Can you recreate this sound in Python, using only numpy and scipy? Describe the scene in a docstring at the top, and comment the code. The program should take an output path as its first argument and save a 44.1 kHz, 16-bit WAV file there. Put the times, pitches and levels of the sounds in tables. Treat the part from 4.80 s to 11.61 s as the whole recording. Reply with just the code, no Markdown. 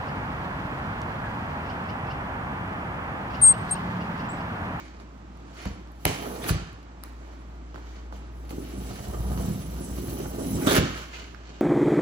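"""A knife slits the packing tape along the top seam of a large, full carton: a short cut, then a long one.
Fine noise grains hiss as the tape, coarser ones rub as the flaps, and others ring the panel modes as a rumble.
Pushes ring the same modes as thuds; noise bursts snap and tick, sliding tones squeal, a low mode booms.
A room of decaying noise answers the box; a sine hums and coloured noise rustles faintly as air."""
import sys
import numpy as np
from scipy import signal
from scipy.fft import rfft, irfft, next_fast_len
from scipy.io import wavfile
from scipy.ndimage import uniform_filter1d, map_coordinates

SR = 44100
rng = np.random.default_rng(int(sys.argv[2]) if len(sys.argv) > 2 else 0)


def materialize(psi):
    """Save the field psi as 16-bit PCM at rate SR to the path in sys.argv[1].

    A 1-D psi becomes a single channel; in a 2-D psi each row is a channel.
    """
    bounded = np.clip(np.atleast_2d(psi).T, -1, 1)
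    quanta = np.round(bounded * 32767).astype(np.int16)
    wavfile.write(sys.argv[1], SR, quanta)


N = 300321


def amp(db):
    """dB to gain."""
    return 10 ** (np.asarray(db) / 20)


def rms_one(x):
    """Scale to rms 1."""
    return x / np.sqrt(np.mean(x ** 2) + 1e-20)


def in_time(rows):
    """Interpolate each column after the first (seconds) to one value per sample."""
    s, *columns = np.transpose(rows)
    return [np.interp(np.arange(N) / SR, s, column) for column in columns]


def at_hz(points, hz):
    """Read a spectrum on a log-frequency axis."""
    points = np.array(points)
    return np.interp(np.log(hz), np.log(points[:, 0]), points[:, 1])


def coloured(x, points):
    """Filter x by a spectrum in dB, rms 1."""
    size = next_fast_len(N)
    hz = np.arange(1, size // 2 + 2) * SR / size
    filtered = irfft(rfft(x, size) * amp(at_hz(points, hz)), size)
    return rms_one(filtered[..., :N])


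def drift(rate):
    """Slow smooth wander: random knots of spread 1, two per period of the rate in Hz."""
    knots = rng.standard_normal(int(N / SR * rate * 2) + 3)
    return map_coordinates(knots, [np.arange(N) / SR * rate * 2], order=3)


def grains(per_s, spread_db):
    """Two unrelated streams (mid, side) of tiny slips of uneven size and random sign."""
    sizes = amp(spread_db * np.minimum(rng.exponential(1, (2, N)), 5))
    signs = rng.choice([-1, 1], (2, N))
    return sizes * signs * (rng.random((2, N)) < per_s / SR)


def ring(x, hz, t60_s):
    """Two-pole resonator: a unit click sets a decaying sine ringing."""
    r = amp(-60 / (t60_s * SR))
    w = 2 * np.pi * hz / SR
    return signal.lfilter([0, np.sin(w)], [1, -2 * r * np.cos(w), r * r], x + 1e-18)


def resonate(x, peaks):
    """Sum broad resonances (Hz, width in Hz, dB), each coming and going on its own."""
    out = 0
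    for hz, width_hz, db in peaks:
        t60_s = np.log(1000) / (np.pi * width_hz)
        out = out + amp(db + 2.5 * drift(14.0)) * rms_one(ring(x, hz, t60_s))
    return out


def band(x, low_hz, high_hz):
    """Band-pass."""
    return signal.sosfilt(signal.butter(2, [low_hz, high_hz], "band", fs=SR, output="sos"), x)


def near(hz, centre_hz, octaves):
    """Gaussian weight on the octave axis: modes close to the driven pitch answer most."""
    return np.exp(-.5 * (np.log2(hz / centre_hz) / octaves) ** 2)


def swell(t, s, swell_s, hold_s, fade_s):
    """Power of an event: exponential rise until s, hold, then fall; swell_s and fade_s are per 20 dB."""
    before = (s - t) / swell_s
    after = (t - s - hold_s) / fade_s
    return amp(-40 * np.maximum(0, np.maximum(before, after)))


# Spectrum of the air. Each row: frequency in Hz, relative density in dB per Hz.
AIR_SPECTRUM = [(56, -39), (95, -19.5), (108, -9), (306, -1), (477, -16), (832, -14), (1080, -16.5),
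                (1180, -15), (1720, -22), (6060, -35), (8000, -39), (10400, -91), (17600, -120)]


def air():
    """Faint moving air: coloured noise, gently patchy."""
    level_db = -52 + .9 * drift(6.0)
    return amp(level_db) * coloured(rng.standard_normal((2, N)), AIR_SPECTRUM)


# Level of the hum over time, nearly gone under the strong boom. Each row: time in seconds, mean rms in dB.
HUM_LEVEL = [(0, -46.5), (.8, -46), (1.2, -44.5), (1.9, -46), (2.6, -42.5), (3.3, -40), (4.05, -37.5),
             (4.2, -50), (4.3, -58), (5.0, -38), (5.9, -43), (6.2, -41.5), (6.81, -44.5)]
HUM_HZ = 58.4


def hum():
    """Low motor hum of an appliance: one steady sine, wandering in level, weaker in the side signal."""
    level_db, = in_time(HUM_LEVEL)
    sine = np.sin(2 * np.pi * HUM_HZ * np.arange(N) / SR)
    return np.sqrt(2) * amp(level_db + 1.1 * drift(3.6)) * sine * [[1], [.5]]


# Decay of the hard-floored room. 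Each row: frequency in Hz, T60 in seconds, relative level in dB.
ROOM_DECAY = [(101, 0.54, -0.5), (398, 0.5, 0.5), (1467, 0.83, -1.5), (5330, 0.59, -1),
              (11860, 0.091, -22.5)]


def room(x):
    """Diffuse tail: octaves of noise, each dying at its own rate, convolved with the mid signal."""
    t = np.arange(int(.8 * SR)) / SR
    decay = np.array(ROOM_DECAY)
    onset = np.clip(t / 0.0015, 0, 1)
    tail = np.zeros((2, len(t)))
    for hz in 60 * 2. ** np.arange(8):
        centre_hz = np.sqrt(2) * hz
        t60_s = at_hz(decay[:, [0, 1]], centre_hz)
        level_db = at_hz(decay[:, [0, 2]], centre_hz)
        noise = band(rng.standard_normal((2, len(t))), hz, 2 * hz)
        tail += amp(level_db - 60 * t / t60_s) * noise * onset
    tail /= np.sqrt(np.sum(tail[0] ** 2))
    return signal.fftconvolve(x[:1], tail, axes=1)[:, :N]


# Booms where the blade judders. Each row: time when full level is reached in seconds, hold in seconds,
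# mean pitch in Hz, level in dB.
JUDDER_BOOMS = [(4.39, 0.11, 58.5, -29), (4.62, 0.061, 60.63, -39), (4.947, 0.032, 60.87, -38),
                (5.193, 0.02, 64.87, -37), (5.395, 0.041, 62.04, -55), (5.744, .02, 60.7, -35)]
BOOM_SWELL_S, BOOM_FADE_S = 0.15, 0.28   # per 20 dB


def boom():
    """The box in its lowest mode: an oscillation uneven in pitch and level, peaked by its octave."""
    t = np.arange(N) / SR
    s, hold_s, hz, _ = np.transpose(JUDDER_BOOMS)
    power = 0
    for full_s, held_s, _, db in JUDDER_BOOMS:
        power = power + amp(2 * db) * swell(t, full_s, BOOM_SWELL_S, held_s, BOOM_FADE_S)
    pitch_hz = np.interp(t, s + hold_s / 2, hz) * (1 + 0.0203 * drift(7.7))
    phase = 2 * np.pi * np.cumsum(pitch_hz) / SR
    wave = np.cos(phase) + 0.088 * np.cos(2 * phase)
    return np.sqrt(2 * power) * amp(0.44 * drift(36.0)) * wave * [[1], [.5]]


# Modes of the carton's panels and air. 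Each row: pitch in Hz, relative level in dB,
# T60 in seconds before the shortening in thuds() and rumble().
CARTON_MODES = [(64.4, -4, 0.12), (79.3, -8, 0.07), (90, -6.5, .06), (103, -1.5, 0.09), (117, -5.5, 0.042),
                (150.5, 0, 0.065), (180, -1.5, 0.057), (219, -4.5, 0.042), (253.4, -0.5, 0.064),
                (296, -1.5, 0.08), (349.5, -1, 0.064), (393, -5, 0.0914), (453, -16.5, 0.0755),
                (481.4, -3, 0.11), (567, -18.5, 0.034), (622, 1, 0.074), (806, -11, 0.017)]
# Blows on the carton. Each row: start in seconds, thud peak in dB, thud pitch in Hz, reach over the modes
# in octaves, knock level in dB, after-rumble in dB, flap rattle in dB before the drag trim in rub().
BLOWS = [(0.855, -24, 120, .9, -34, -29, -45.5), (0.886, -26, 71, 0.73, -51, -47, -64),
         (1.253, -12.5, 262, 1.4, -23, -25, -27.5), (1.7, -11, 93.4, 0.46, -35, -27.5, -49),
         (1.74, -31, 85, 0.67, -54.5, -39, -57), (1.773, -34, 95, 0.65, -55, -44, -55),
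         (1.811, -32, 75, .74, -61, -47, -62), (2.945, -49, 201, 0.93, -41, -47, -44),
         (3.324, -42, 299, 0.68, -45, -42.5, -45), (3.707, -29.5, 220, 0.89, -48, -46.5, -40),
         (3.728, -26.5, 290, 0.089, -58, -51.5, -60), (3.78, -21, 305, 0.18, -60, -47.5, -64),
         (3.846, -34, 290, 0.12, -58, -53, -60), (3.893, -30, 287, .1, -62, -50, -60),
         (3.934, -31, 292, 0.066, -50, -46, -60), (3.999, -28, 150, 0.098, -51, -51, -58),
         (4.103, -29, 152, 0.17, -57, -47, -47), (4.195, -29, 140, 0.2, -56, -46, -54),
         (4.279, -24.5, 128, 0.57, -49, -44, -57), (4.394, -31, 110, 0.74, -60, -31, -42),
         (4.489, -26, 145, 0.35, -59, -42, -57), (4.53, -36, 102, 0.51, -47, -47.5, -42.5),
         (4.585, -19, 140, 0.51, -54, -44, -60), (4.633, -34, 100, 0.71, -44, -30, -56),
         (4.678, -16.5, 151, 0.21, -53, -30, -60), (5.006, -27, 298, .2, -46, -55, -58),
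         (5.103, -27, 105, 0.37, -50, -48, -55), (5.182, -24, 300, 0.33, -46, -42, -57),
         (5.282, -23, 130, 0.61, -40, -48, -52), (5.398, -26, 385, 0.084, -38, -46, -56),
         (5.457, -25, 129, 0.66, -36, -50, -59), (5.591, -28, 255, 0.13, -38, -42, -48),
         (5.749, -18, 220, 0.65, -48, -41, -48), (5.819, -21, 296, 0.094, -46, -29.5, -40),
         (5.868, -11, 282, 0.32, -40, -25, -23), (5.955, -22, 295, 0.23, -42, -35, -35),
         (5.979, -9, 167.4, 0.34, -36, -41.5, -48)]
CONTACT_CYCLES = 0.4   # length of the push, in cycles of the thud pitch


def thuds():
    """A soft push rings the carton modes near its pitch; a dull burst of noise is the knock."""
    out = np.zeros((2, N))
    strengths = amp(3.0 * rng.standard_normal((len(BLOWS), 2, len(CARTON_MODES))))
    t = np.arange(int(.3 * SR)) / SR
    knock_shape = np.clip(t / 0.0011, 0, 1) * amp(-60 * t / 0.018)
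    for (s, thud_db, thud_hz, reach, knock_db, *_), strength in zip(BLOWS, strengths):
        body = 0
        for k, (hz, db, t60_s) in enumerate(CARTON_MODES):
            delay_s = 0.043 / np.sqrt(hz)   # bending waves: the lows travel slower and come later
            progress = (t - delay_s) * thud_hz / CONTACT_CYCLES
            push = np.sin(np.pi * np.clip(progress, 0, 1)) ** 2
            gain = amp(db) * near(hz, thud_hz, reach) * strength[:, [k]]
            body = body + gain * ring(push, hz, 0.72 * t60_s)
        body = body / np.abs(body).max(axis=1, keepdims=True)
        noise = rng.standard_normal((2, len(t)))
        knock = rms_one(band(band(noise, 350, 1800), 350, 1800)) * knock_shape
        at = round(s * SR)
        out[:, at:at + len(t)] += amp(thud_db) * body + amp(knock_db) * knock
    return out


# Snaps of tape and ticks of the blade. Each row: start in seconds, crack peak in dB, crack pitch in Hz,
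# edge peak in dB, bright snap peak in dB.
SNAPS = [(0.1694, -58, 915, -54, -73), (0.1999, -41.5, 1130, -48.5, -81), (0.5734, -62, 1230, -56, -55),
         (0.8555, -43, 700, -42, -42), (1.073, -57, 1060, -49, -65.5), (1.119, -62, 1180, -74, -52.5),
         (1.253, -14, 2110, -20, -8.5), (1.2535, -19, 806, -36, -25), (1.279, -36, 2000, -36, -50),
         (1.638, -40, 895, -41, -32), (1.6425, -26, 2050, -33, -38), (1.687, -31, 1250, -36, -39),
         (1.6925, -22, 1330, -21, -25), (1.696, -21, 1650, -37, -37), (1.9297, -47, 1660, -53, -51),
         (2.029, -56, 937, -52, -59), (2.2364, -35.5, 1240, -37.5, -29), (2.9436, -36.5, 1100, -43, -70),
         (2.959, -34.5, 1380, -54, -72), (2.9794, -38.5, 890, -65, -69.5), (3.3253, -33.5, 1000, -49, -67),
         (3.694, -47, 940, -54, -50.5), (3.707, -35, 2420, -51, -37), (4.576, -33, 1020, -39, -45.5),
         (5.814, -38, 1622, -52, -39), (5.87, -21, 1240, -33, -22), (5.898, -26, 1650, -30, -30),
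         (5.929, -24, 1300, -33, -30), (5.9542, -20, 1520, -27, -17), (5.9648, -16, 1520, -21, -27),
         (6.5467, -34, 1560, -45.5, -59)]
EDGE_BAND_HZ = (2300, 5700)


def ticks():
    """Milliseconds of bright noise, a sharp edge below it and a longer crack ringing at its own pitch."""
    out = np.zeros((2, N))
    t = np.arange(int(.03 * SR)) / SR
    for s, crack_db, crack_hz, edge_db, snap_db in SNAPS:
        noise = rng.standard_normal((3, 2, len(t)))
        snap = band(noise[0] * (1 - np.exp(-t / .0003)) * amp(-60 * t / .0035), 9600, 12500)
        edge = band(band(noise[1] * amp(-60 * t / .008), *EDGE_BAND_HZ), *EDGE_BAND_HZ)
        crack = ring(noise[2] * amp(-60 * t / .0015), crack_hz, 7 / crack_hz)
        crack = band(crack, crack_hz / 3, crack_hz * 2)
        at = round(s * SR)
        for level_db, part in ((snap_db, snap), (edge_db, edge), (crack_db, crack)):
            out[:, at:at + len(t)] += amp(level_db) * part / np.abs(part).max(axis=1, keepdims=True)
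    return out


# Squeals of the stretched tape. Each row: time when full level is reached in seconds, hold in seconds,
# first pitch in Hz, last pitch in Hz, width in Hz, level in dB.
TAPE_SQUEALS = [(1.622, 0.008, 3400, 3580, 500, -47), (1.64, .006, 4000, 3900, 600, -48),
                (1.66, 0.021, 2900, 3270, 700, -50), (1.69, 0.0087, 4500, 4170, 900, -42),
                (5.871, 0.043, 3552, 3590, 800, -32), (5.876, 0.032, 1304, 1586, 500, -33.5),
                (5.922, 0.05, 1550, 1516, 352, -37.5), (5.947, 0.0256, 3060, 2720, 400, -37),
                (6.332, 0.0243, 1990, 2680, 700, -48.5)]
SQUEAL_SWELL_S, SQUEAL_FADE_S = 0.005, 0.03   # per 20 dB


def squeals():
    """A rough tone: slips of the film, smoothed to the width of the squeal, shake a sliding pitch."""
    t = np.arange(N) / SR
    slips = grains(8000, spread_db=-0.5)
    out = 0
    for s, hold_s, first_hz, last_hz, width_hz, db in TAPE_SQUEALS:
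        r = np.exp(-np.pi * width_hz / SR)
        shake = rms_one(signal.lfilter([1], [1, -2 * r, r * r], slips))
        pitch_hz = np.interp(t, [s, s + hold_s], [first_hz, last_hz])
        tone = np.cos(2 * np.pi * np.cumsum(pitch_hz) / SR)
        envelope = np.sqrt(2 * swell(t, s, SQUEAL_SWELL_S, hold_s, SQUEAL_FADE_S))
        out = out + amp(db) * envelope * shake * tone
    return out


def rumble(level_db, panel_hz):
    """Friction shakes the panel modes above the lowest; which ones depends on where the blade is."""
    out, power = 0, 1e-9
    for hz, db, t60_s in CARTON_MODES[1:]:
        weight = amp(db) * near(hz, panel_hz, octaves=0.64)
        shaken = rms_one(ring(grains(1200, spread_db=2.5), hz, 0.77 * t60_s))
        out = out + weight * amp(2.0 * drift(15.0)) * shaken
        power = power + weight ** 2
    return amp(level_db + 0.52 * drift(25.0)) * out / np.sqrt(power)


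# Spectrum of the rub. Each row: frequency in Hz, relative density in dB per Hz.
RUB_SPECTRUM = [(180, -35.5), (300, -5.5), (850, -16), (944, -10.5), (1480, -13), (2110, -11),
                (3570, -21.5), (7000, -15), (9100, -30), (15400, -120)]
# Rings of the dragged flaps, then colours of thick and of thin fibres tearing.
# Each row: centre in Hz, width in Hz, relative level in dB.
FLAP_RINGS = [(503, 79, 1.5), (722, 90, -1.5), (833, 55, -0.5), (1230, 166, -3)]
THICK_FIBRES = [(1500, 250, 2), (1850, 250, 0), (2400, 350, -1)]
THIN_FIBRES = [(3150, 350, -1), (3750, 700, 0), (4400, 500, -4)]
CATCHES_PER_S, CATCH_DB, CATCH_FALL_S = 28, -8, 0.022   # edge catching on fibres; fall per 20 dB


def rub(drag_db, coarse_db, fine_db):
    """The flaps drag along the blade in dense grains: dull below, two coloured rasps of fibre above."""
    slips = coloured(grains(3000, spread_db=1.5), RUB_SPECTRUM)
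    drag = rms_one(rms_one(band(slips, 232, 1030)) + amp(-7.0) * resonate(slips, FLAP_RINGS))
    coarse = rms_one(rms_one(band(slips, 1200, 2800)) + resonate(slips, THICK_FIBRES))
    fine = rms_one(rms_one(band(slips, 2300, 6000)) + resonate(slips, THIN_FIBRES))
    hits = np.abs(grains(CATCHES_PER_S, spread_db=2.5)[0])
    decay = amp(-20 / (CATCH_FALL_S * SR))
    catches = 1 + amp(CATCH_DB) * signal.lfilter([1], [1, -decay], hits)
    dragged = amp(drag_db - 2.5 + 2.5 * drift(35.0)) * drag
    rasped = amp(0.42 * drift(60.0) - 3.0) * (amp(coarse_db) * coarse + amp(fine_db) * fine)
    return catches * (dragged + rasped)


# Spectrum of the hiss. Each row: frequency in Hz, relative density in dB per Hz.
HISS_SPECTRUM = [(2000, -32.5), (4000, -14), (6000, -8.5), (8000, -16.5), (11000, 18.5), (13300, -1),
                 (15000, 9.5), (16000, -2.5)]
# Broad bright peaks of the hiss. Each row: centre in Hz, width in Hz, relative level in dB.
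HISS_PEAKS = [(4060, 170, -16.5), (6300, 355, -9), (7795, 340, 3.5), (10140, 890, -2)]


def tape(level_db):
    """The film parts in very fine rips, lifted a little at a few broad peaks."""
    rips = coloured(grains(6000, spread_db=-1.5), HISS_SPECTRUM)
    flutter_db = 1.3 * drift(45.0)
    return amp(level_db + flutter_db) * rms_one(rips + amp(-9.0) * resonate(rips, HISS_PEAKS))


# The two cuts along the seam. Each row: time in seconds, panel rumble in dB, pitch of the panel under the
# blade in Hz, flap drag in dB before the trim in rub(), tape hiss in dB.
SEAM_CUTS = [
    [(1.26, -44.5, 158.3, -41, -55), (1.37, -45.5, 180, -54, -59), (1.45, -39.5, 255, -41.5, -51.5),
     (1.58, -44.5, 218, -43.5, -53), (1.65, -40, 196.5, -38, -50), (1.7, -34, 160, -41, -38)],
    [(3.7, -47.5, 188, -57, -74), (3.77, -42, 261, -65, -56), (3.88, -47.5, 257, -64, -58),
     (3.97, -40, 237, -50, -57), (4.03, -42, 149, -50, -54), (4.19, -42.5, 159, -52, -54.5),
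     (4.28, -38, 141, -45.5, -52.5), (4.45, -38, 134, -45.5, -53.5), (4.63, -32.5, 146, -45, -48.5),
     (4.71, -32.5, 151, -52.5, -50.5), (4.84, -40.5, 154, -53.5, -54), (5.08, -38.5, 205, -52, -51.5),
     (5.33, -37.5, 228, -48, -47.5), (5.41, -37.5, 258, -49.5, -48.5), (5.53, -39.5, 213, -46, -50),
     (5.62, -32, 255, -45.5, -47.5), (5.67, -30.5, 214, -50.5, -46), (5.73, -29, 171, -46, -43.5),
     (5.83, -33, 243, -39, -44.5), (5.9, -37, 258, -27, -33.5), (5.98, -24, 275, -40, -43)],
]
# Brushes and rips. Each row: time when full level is reached, swell per 20 dB, hold and fade per 20 dB
# in seconds, fine and coarse rasp in dB before the trim in rub(), hiss in dB.
BRUSHES = [(0.0, .01, .005, 0.24, -53, -51.5, -73), (0.203, 0.02, .005, 0.054, -60, -59, -74.5),
           (0.8, 0.13, 0.071, 0.13, -49, -51, -65), (1.228, 0.0814, .03, .02, -60, -74, -61.5),
           (1.251, .0015, 0.037, 0.081, -34.5, -42.5, -42), (1.327, .05, .03, 0.17, -43, -50, -53.5),
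           (1.48, .2, 0.11, .2, -54, -56, -63.5), (1.647, 0.081, 0.028, .03, -49, -41, -52),
           (1.686, 0.013, 0.0091, 0.044, -35, -37, -35), (1.73, .03, .015, 0.22, -46, -50.5, -76.5),
           (2.232, 0.0033, 0.021, 0.13, -66, -59, -64), (2.45, 0.34, 0.0083, 0.54, -63.5, -62, -76),
           (2.949, .004, 0.015, 0.11, -59, -63, -72), (3.122, 0.39, 0.038, 0.17, -57, -59.5, -76),
           (3.323, 0.0035, 0.047, 0.11, -58, -71, -69), (3.58, 0.093, 0.14, 0.12, -75, -86, -69),
           (3.694, .004, 0.021, 0.053, -49, -71, -55), (4.1, 0.48, 0.15, 0.18, -52, -58.5, -67.5),
           (5.815, 0.018, 0.05, .02, -60, -42, -45), (5.865, .004, 0.022, .1, -35, -35, -44),
           (5.922, 0.027, .008, 0.056, -34, -42, -34), (5.952, 0.07, 0.027, 0.042, -28, -33, -36),
           (6.02, .03, 0.014, 0.22, -38, -47, -56), (6.168, 0.07, 0.02, 0.15, -43, -51, -55.5),
           (6.339, 0.072, 0.024, 0.25, -47, -57, -64.5), (6.8, 0.58, .01, 0.089, -55.5, -63.5, -85.5)]
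# Fall per 20 dB after a cut, in seconds: rumble, drag, coarse rasp, fine rasp, hiss.
LET_GO_FALL_S = (0.084, 0.15, .05, .05, 0.0096)
# The same five layers under idle hands, in dB, with their wander.
REST_DB, REST_WANDER_DB, REST_HZ = (-55.5, -63, -86.5, -86, -85.5), 2.5, 126
FINE_DB, COARSE_DB = -50.5, -57.5   # rasp in a cut when the hiss is at the reference level, before offset and trim
RASP_FOLLOWS, REFERENCE_HISS_DB = 0.63, -43   # the rasp's share of the swing of the hiss in dB
RASP_BY_CUT_DB = (1, 1.5)   # rasp offset of the short and of the long cut
SETTLE_S = 0.14   # return of the panel pitch to rest
SHAKE_FALL_S, RATTLE_FALL_S = 0.044, 0.029   # per 20 dB, after a blow


def hands():
    """Five layer levels in dB (rumble to hiss) and panel pitch: powers of rest, cuts, rasps and blows add."""
    t = np.arange(0, N / SR + .001, .001)
    # every 44th sample: about 1 ms
    rest = [amp(2 * (db + REST_WANDER_DB * drift(5.5)[::44][:len(t)])) for db in REST_DB]
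    power = np.array(rest)
    panel_hz = np.full(len(t), float(REST_HZ))
    for cut, offset_db in zip(SEAM_CUTS, RASP_BY_CUT_DB):
        s, *columns = np.transpose(cut)
        rumble_db, hz, drag_db, hiss_db = (np.interp(t, s, column) for column in columns)
        rasp_db = offset_db + RASP_FOLLOWS * (hiss_db - REFERENCE_HISS_DB)
        panel_hz += (hz - REST_HZ) * (t > s[0]) * np.clip(1 - (t - s[-1]) / SETTLE_S, 0, 1)
        layers_db = (rumble_db, drag_db, COARSE_DB + rasp_db, FINE_DB + rasp_db, hiss_db)
        for k, db in enumerate(layers_db):
            power[k] += amp(2 * db) * swell(t, s[0], 0.0036, s[-1] - s[0], LET_GO_FALL_S[k])
    for s, swell_s, hold_s, fade_s, fine_db, coarse_db, hiss_db in BRUSHES:
        levels_db = np.array([[coarse_db], [fine_db], [hiss_db]])
        power[2:] += amp(2 * levels_db) * swell(t, s, swell_s, hold_s, fade_s)
    for s, *_, shake_db, rattle_db in BLOWS:
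        power[0] += amp(2 * shake_db) * swell(t, s + 0.005, 0.0013, 0.0034, SHAKE_FALL_S)
        power[1] += amp(2 * rattle_db) * swell(t, s + 0.0018, 0.0028, 0.0049, RATTLE_FALL_S)
    layers_db = 10 * np.log10(power)
    return in_time(np.column_stack([t, *layers_db, uniform_filter1d(panel_hz, size=15)]))


def scene():
    """All sources as a mid and a side signal."""
    rumble_db, drag_db, coarse_db, fine_db, hiss_db, panel_hz = hands()
    strokes = rumble(rumble_db, panel_hz) + rub(drag_db, coarse_db, fine_db) + tape(hiss_db) + squeals()
    blows = thuds() + ticks()
    reverb = room(amp(-10.0) * strokes + amp(-8.5) * blows)
    return strokes + blows + boom() + reverb + air() + hum()


# Stereo image. Each row: frequency in Hz, left-right likeness (clipped to -0.95..0.99 in use).
STEREO_LIKENESS = [(60, 0.97), (120, 0.87), (240, 0.91), (480, 0.1), (950, -0.053), (1890, -0.18),
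                   (3770, 0.11), (7520, -0.2), (15000, 0.59)]
# Each row: frequency in Hz, left over right in dB.
STEREO_LEAN = [(60, 0), (120, -1.5), (240, -0.5), (480, -4), (950, -5), (1890, -2), (3770, -2),
               (7520, -3.5), (15000, 2)]
# Part of the side signal that is the mid turned to trail on the left. Each row: frequency in Hz, share 0-1.
LATE_LEFT_SHARE = [(100, 0.9), (300, 1), (1000, 0.58), (4000, 0), (10000, 0.1)]
LOW_CUT_HZ, HIGH_CUT_HZ = 44, 16500


def record(dry):
    """A widened stereo image: alike in the bass, apart above, the right mostly louder; both ends are cut."""
    size = next_fast_len(N + SR // 10)
    hz = np.arange(1, size // 2 + 2) * SR / size
    alike = np.clip(at_hz(STEREO_LIKENESS, hz), -.95, .99)
    mid, side = rfft(dry, size)
    late = np.clip(at_hz(LATE_LEFT_SHARE, hz), 0, 1)
    # a quarter turn of phase: left trails, right leads
    side = -1j * late * mid + np.sqrt(1 - late ** 2) * side
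    side = side * np.sqrt((1 - alike) / (1 + alike))
    lean = amp(at_hz(STEREO_LEAN, hz) / 2)
    pair = irfft(np.array([(mid + side) * lean, (mid - side) / lean]), size)[:, :N]
    pair = signal.sosfilt(signal.butter(5, LOW_CUT_HZ, "high", fs=SR, output="sos"), pair)
    return signal.sosfilt(signal.cheby2(24, 70, HIGH_CUT_HZ, fs=SR, output="sos"), pair)


dry = scene()
out = record(dry)
materialize(out)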